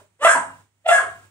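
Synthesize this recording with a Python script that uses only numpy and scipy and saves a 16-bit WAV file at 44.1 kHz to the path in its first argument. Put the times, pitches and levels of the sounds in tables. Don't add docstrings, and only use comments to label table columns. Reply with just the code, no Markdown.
import sys
import numpy as np
from scipy import signal
from scipy.fft import rfft, irfft
from scipy.io import wavfile
from scipy.ndimage import uniform_filter1d

SR = 44100
rng = np.random.default_rng(int(sys.argv[2]) if len(sys.argv) > 2 else 0)


def to_linear_factor(level_db):
    exponent = np.asarray(level_db, float) / 20
    return 10 ** exponent


def unload_audio(sound):
    columns = np.transpose(np.atleast_2d(sound))
    steps = np.round(np.clip(columns, -1, 1) * 32767)
    wavfile.write(sys.argv[1], SR, steps.astype(np.int16))


N = 57330
T = np.arange(N) / SR

# (centre [Hz], width [Hz], level [dB])
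THROAT = [(1886, 130, -11.5), (2550, 250, -52), (3120, 540, -17.5)]
GATE_OPENS = [-0.4136, .2, .855]


def curve(table, hz):
    a = np.array(table)
    return np.interp(np.log(np.maximum(hz, 1)), np.log(a[:, 0]), a[:, 1])


def colour(x, gain):
    return irfft(rfft(x, 2 * N) * gain(np.arange(N + 1) * SR / 2 / N), 2 * N)[..., :N]


def unit(x):
    return x / np.sqrt(np.mean(x ** 2))


def walk(rate):
    k = max(int(SR / rate), 2)
    return unit(uniform_filter1d(uniform_filter1d(rng.standard_normal(N), k), k))


def ring(hz, centre_hz, width_hz):
    return 1 / np.sqrt(1 + ((hz - centre_hz ** 2 / hz) / width_hz) ** 2)


def pair():
    # (frequency [Hz], left-right likeness [0-1])
    likeness = [(150, .9), (600, 0.4), (1200, 0.4), (8000, .05)]

    def share(sign):
        return lambda f: np.sqrt(1 + sign * np.clip(curve(likeness, f), 0, 1))

    mid, side = rng.standard_normal((2, N))
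    mid, side = colour(mid, share(1)), colour(side, share(-1))
    return np.array([mid + side, mid - side]) / 2


def house():
    # (frequency [Hz], level [dB per Hz])
    hiss_tone = [(15, -52.5), (25, -27), (107, -15), (457, -24.5), (2360, -27), (5010, -35), (8350, -31.5),
                 (13900, -49.5), (15500, -31.5)]
    hum_hz, hum_db, hiss_db = 100, -56, -55.5
    side_phase = np.array([[.2], [-.2]])
    hum = np.sin(2 * np.pi * hum_hz * T + side_phase) * to_linear_factor(hum_db + 0.68 * walk(12))
    hiss = unit(colour(pair(), lambda f: to_linear_factor(curve(hiss_tone, f))))
    return hum + to_linear_factor(hiss_db + 1.5 * walk(9)) * hiss


def earlier_bark(heard):
    start_s, level_db, cut_hz = 0.606, 7, 1000
    start, length = int(start_s * SR), SR // 4
    tail = np.pad(heard[:, start:start + length], ((0, 0), (0, N - length)))
    return to_linear_factor(level_db) * colour(tail, lambda f: 1 / (1 + (f / cut_hz) ** 2) ** .5)


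def gulps():
    # (time [s], pitch [Hz], level [dB], length [s])
    gulp_rows = [
        (.008, 600, -48, 0.0223),
        (.012, 400, -51.5, .025),
        (0.338, 265, -38.5, 0.048),
        (.36, 165, -47, 0.047),
        (1.017, 410, -41, 0.0212),
    ]
    total = 0
    for start, hz, db, length in gulp_rows:
        swell = np.sin(np.pi * np.clip((T - start) / length, 0, 1)) ** 2
        total = total + to_linear_factor(db) * swell * np.sin(2 * np.pi * hz * T)
    return total


def throat_voice(hz, phase, mouth, rough, throat_gain):
    mouth_width_hz, tilt_db_per_octave, chest_cut_hz = 141.55, -3.5, 341
    shimmer_db, rasp_db = 11, -4
    hoarse_db, hoarse_hz = -1, 500
    voice = weight = 0
    for k in np.arange(1, 19) / 2:
        f = k * hz
        hollows = sum(to_linear_factor(db) * ring(f, centre, width) ** 2 for centre, width, db in THROAT)
        g = ring(f, mouth, mouth_width_hz) + throat_gain * hollows
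        g = g * to_linear_factor(tilt_db_per_octave * np.log2(f / 700))
        if k % 1 != 0:
            g = g * rough * to_linear_factor(rasp_db)
        g = g / (1 + (chest_cut_hz / f) ** 4) / (1 + (f / 3800) ** 6)
        shimmer = to_linear_factor(shimmer_db * rough * walk(190))
        blur = walk(hoarse_hz) * np.sin(k * phase) + walk(hoarse_hz) * np.cos(k * phase)
        hoarse = to_linear_factor(hoarse_db) * min(k / 1.86, 1) * np.sqrt(rough) * blur
        voice = voice + g * (shimmer * np.sin(k * phase) + hoarse)
        weight = weight + g ** 2 / 2
    return voice / np.sqrt(weight)


def pant():
    def hollows(f):
        return sum(ring(f + 1, centre, 2 * width) ** 2 for centre, width, db in THROAT)

    return unit(colour(rng.standard_normal(N), hollows))


def teeth_puff(puff, hz, phase):
    # (frequency [Hz], level [dB])
    air_tone = [(300, -34.5), (1500, 5), (3300, -31), (4600, -17.5), (6400, -15), (8200, -6.5),
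                (11500, -25), (14000, -28.5)]
    edge_db, fall_db_per_s = -2.5, 502
    full, end, level_db, rise_db_per_s = puff
    hiss = unit(colour(rng.standard_normal(N), lambda f: to_linear_factor(curve(air_tone, f))))
    hiss = hiss * (1 + 0.21 * np.sin(phase))
    edge = sum(to_linear_factor(curve(air_tone, k * hz) + 4 * walk(200)) * np.sin(k * phase) for k in range(7, 21))
    swell_db = np.minimum(rise_db_per_s * (T - full), fall_db_per_s * (end - T))
    loudness = to_linear_factor(level_db + np.minimum(swell_db, 0) + 2.0 * walk(70))
    return (hiss + to_linear_factor(edge_db) * edge) * loudness


def bark(rows, puff):
    jitter, jaw_dulls_db_per_khz, pant_db = 0.062, -13, -21
    a = np.array(rows).T
    hz, effort_db, mouth, rough = (np.interp(T, a[0], column) for column in a[1:])
    rough = np.clip(rough, 0, 1)
    sounding = (T > a[0, 0]) * (T < a[0, -1])
    effort = uniform_filter1d(to_linear_factor(effort_db) * sounding, size=88)
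    phase = 2 * np.pi * np.cumsum(hz * (1 + jitter * rough * walk(250))) / SR
    throat_gain = to_linear_factor(4.5 + jaw_dulls_db_per_khz * (mouth - 700) / 1000)
    voice = throat_voice(hz, phase, mouth, rough, throat_gain) * effort
    voice = signal.sosfilt(signal.butter(2, 260, "high", fs=SR, output="sos"), voice)
    return voice + teeth_puff(puff, hz, phase) + to_linear_factor(pant_db) * pant() * effort * throat_gain


def room(x):
    # (frequency [Hz], time [s])
    fade_times = [(200, 0.49), (600, 0.3858), (1500, 0.3645), (4000, 0.2838), (8000, 0.3404),
                  (14000, 0.267)]
    direct_db, echo_db = 1.5, -1
    noise, echo = pair(), 0
    for hz in 100 * 2 ** np.arange(0, 7.6, .5):

        def band_gain(f):
            octaves = np.clip(np.log2(np.maximum(f, 1) / hz), -.5, .5)
            return np.clip(np.cos(np.pi * octaves), 0, 1) ** 2

        echo = echo + colour(noise, band_gain) * to_linear_factor(-60 * T / curve(fade_times, hz))
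    echo = echo * np.clip((T - .002) / 0.014, 0, 1)
    echo = echo / np.sqrt(np.sum(echo ** 2) / 2)
    return to_linear_factor(direct_db) * x + to_linear_factor(echo_db) * signal.fftconvolve(echo, x[None], axes=1)[:, :N]


def scene():
    # (time [s], pitch [Hz], effort [dB], mouth resonance [Hz], roughness [0-1])
    first_bark = [
        (.193, 465, -44.5, 600, 0.15),
        (.213, 577.3, -26, 643.4, .1),
        (.243, 612.8, -21.5, 1150, .25),
        (.25, 665.9, -10, 850, 0.11),
        (.268, 674.4, -16, 1000, 0.25),
        (.28, 530, -17, 1600, .25),
        (.335, 547.4, -27.5, 1620, .3),
        (.352, 355.8, -24.5, 1100, 0.5),
        (.385, 244.4, -36, 700, 0.3),
    ]
    second_bark = [
        (.843, 609.6, -48.5, 650, .04),
        (.866, 699.9, -6.5, 700, 0.015),
        (.878, 688.3, -42.5, 800, 0.038),
        (.89, 682.9, -9.5, 902.6, 0.032),
        (.912, 699.2, -16.5, 800, 0.065),
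        (.918, 567.2, -21.5, 1715, 0.048),
        (.98, 544, -16.5, 1594, .04),
        (1.0, 345.7, -30.5, 1059, .15),
        (1.045, 382.3, -43.5, 500, 0.21),
    ]
    # (time full [s], time the fade starts [s], level [dB], rise [dB per s])
    puff_rows = [
        (0.247, 0.324, -28.5, 598),
        (0.887, 0.964, -31, 1100),
    ]
    puppy = bark(first_bark, puff_rows[0]) + bark(second_bark, puff_rows[1]) + gulps()
    heard = room(puppy)
    return heard + earlier_bark(heard) + house()


def microphones(dry):
    # (frequency [Hz], left minus right [dB])
    side_levels = [(60, 0.5), (380, -1), (700, -2), (1290, -0.5), (2380, -1.5), (4400, -0.5), (8120, -15),
                   (15000, -6.5)]
    # (frequency [Hz], left ahead of right [radians])
    side_phases = [(600, 0), (1200, 0.3559), (2000, 2), (9000, 2)]

    def opening(sign):
        return lambda f: to_linear_factor(sign * curve(side_levels, f) / 2) * np.exp(.5j * sign * curve(side_phases, f))

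    return np.array([colour(dry[0], opening(1)), colour(dry[1], opening(-1))])


def noise_gate(x):
    hold_s, open_s, close_s, depth_db = 0.5045, 0.033, 0.1, -14.5
    is_open = 0
    for start in GATE_OPENS:
        opening = np.clip((T - start) / open_s, 0, 1)
        closing = np.clip((start + hold_s - T) / close_s, 0, 1)
        is_open = is_open + opening * closing
    return x * to_linear_factor(depth_db * (1 - is_open))


def hush_bands(x):
    # (low edge [Hz], high edge [Hz], delay after opening [s], length [s])
    hushed_bands = [(3680, 3900, .1, .12), (4450, 4800, .05, .1), (5800, 6000, .11, .12),
                    (11900, 12650, .04, .17), (12650, 13500, .16, .06), (13500, 14250, .11, .12),
                    (14250, 15800, .05, .2), (2600, 2800, .25, .1), (5100, 5300, .17, .1)]
    for low, high, after, length in hushed_bands:
        on = sum((T > start + after) * (T < start + after + length) for start in GATE_OPENS)
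        band = colour(x, lambda f: (f > low) * (f < high))
        x = x - uniform_filter1d(1. * on, size=600) * band
    return x


def band_limit(x):
    return signal.sosfilt(signal.butter(12, 15700, fs=SR, output="sos"), x)


def record(dry):
    x = noise_gate(microphones(dry))
    x = np.clip(x, -1, 1)
    x = colour(x, lambda f: f < 15700)
    return band_limit(hush_bands(x))


dry = scene()
out = record(dry)
unload_audio(out)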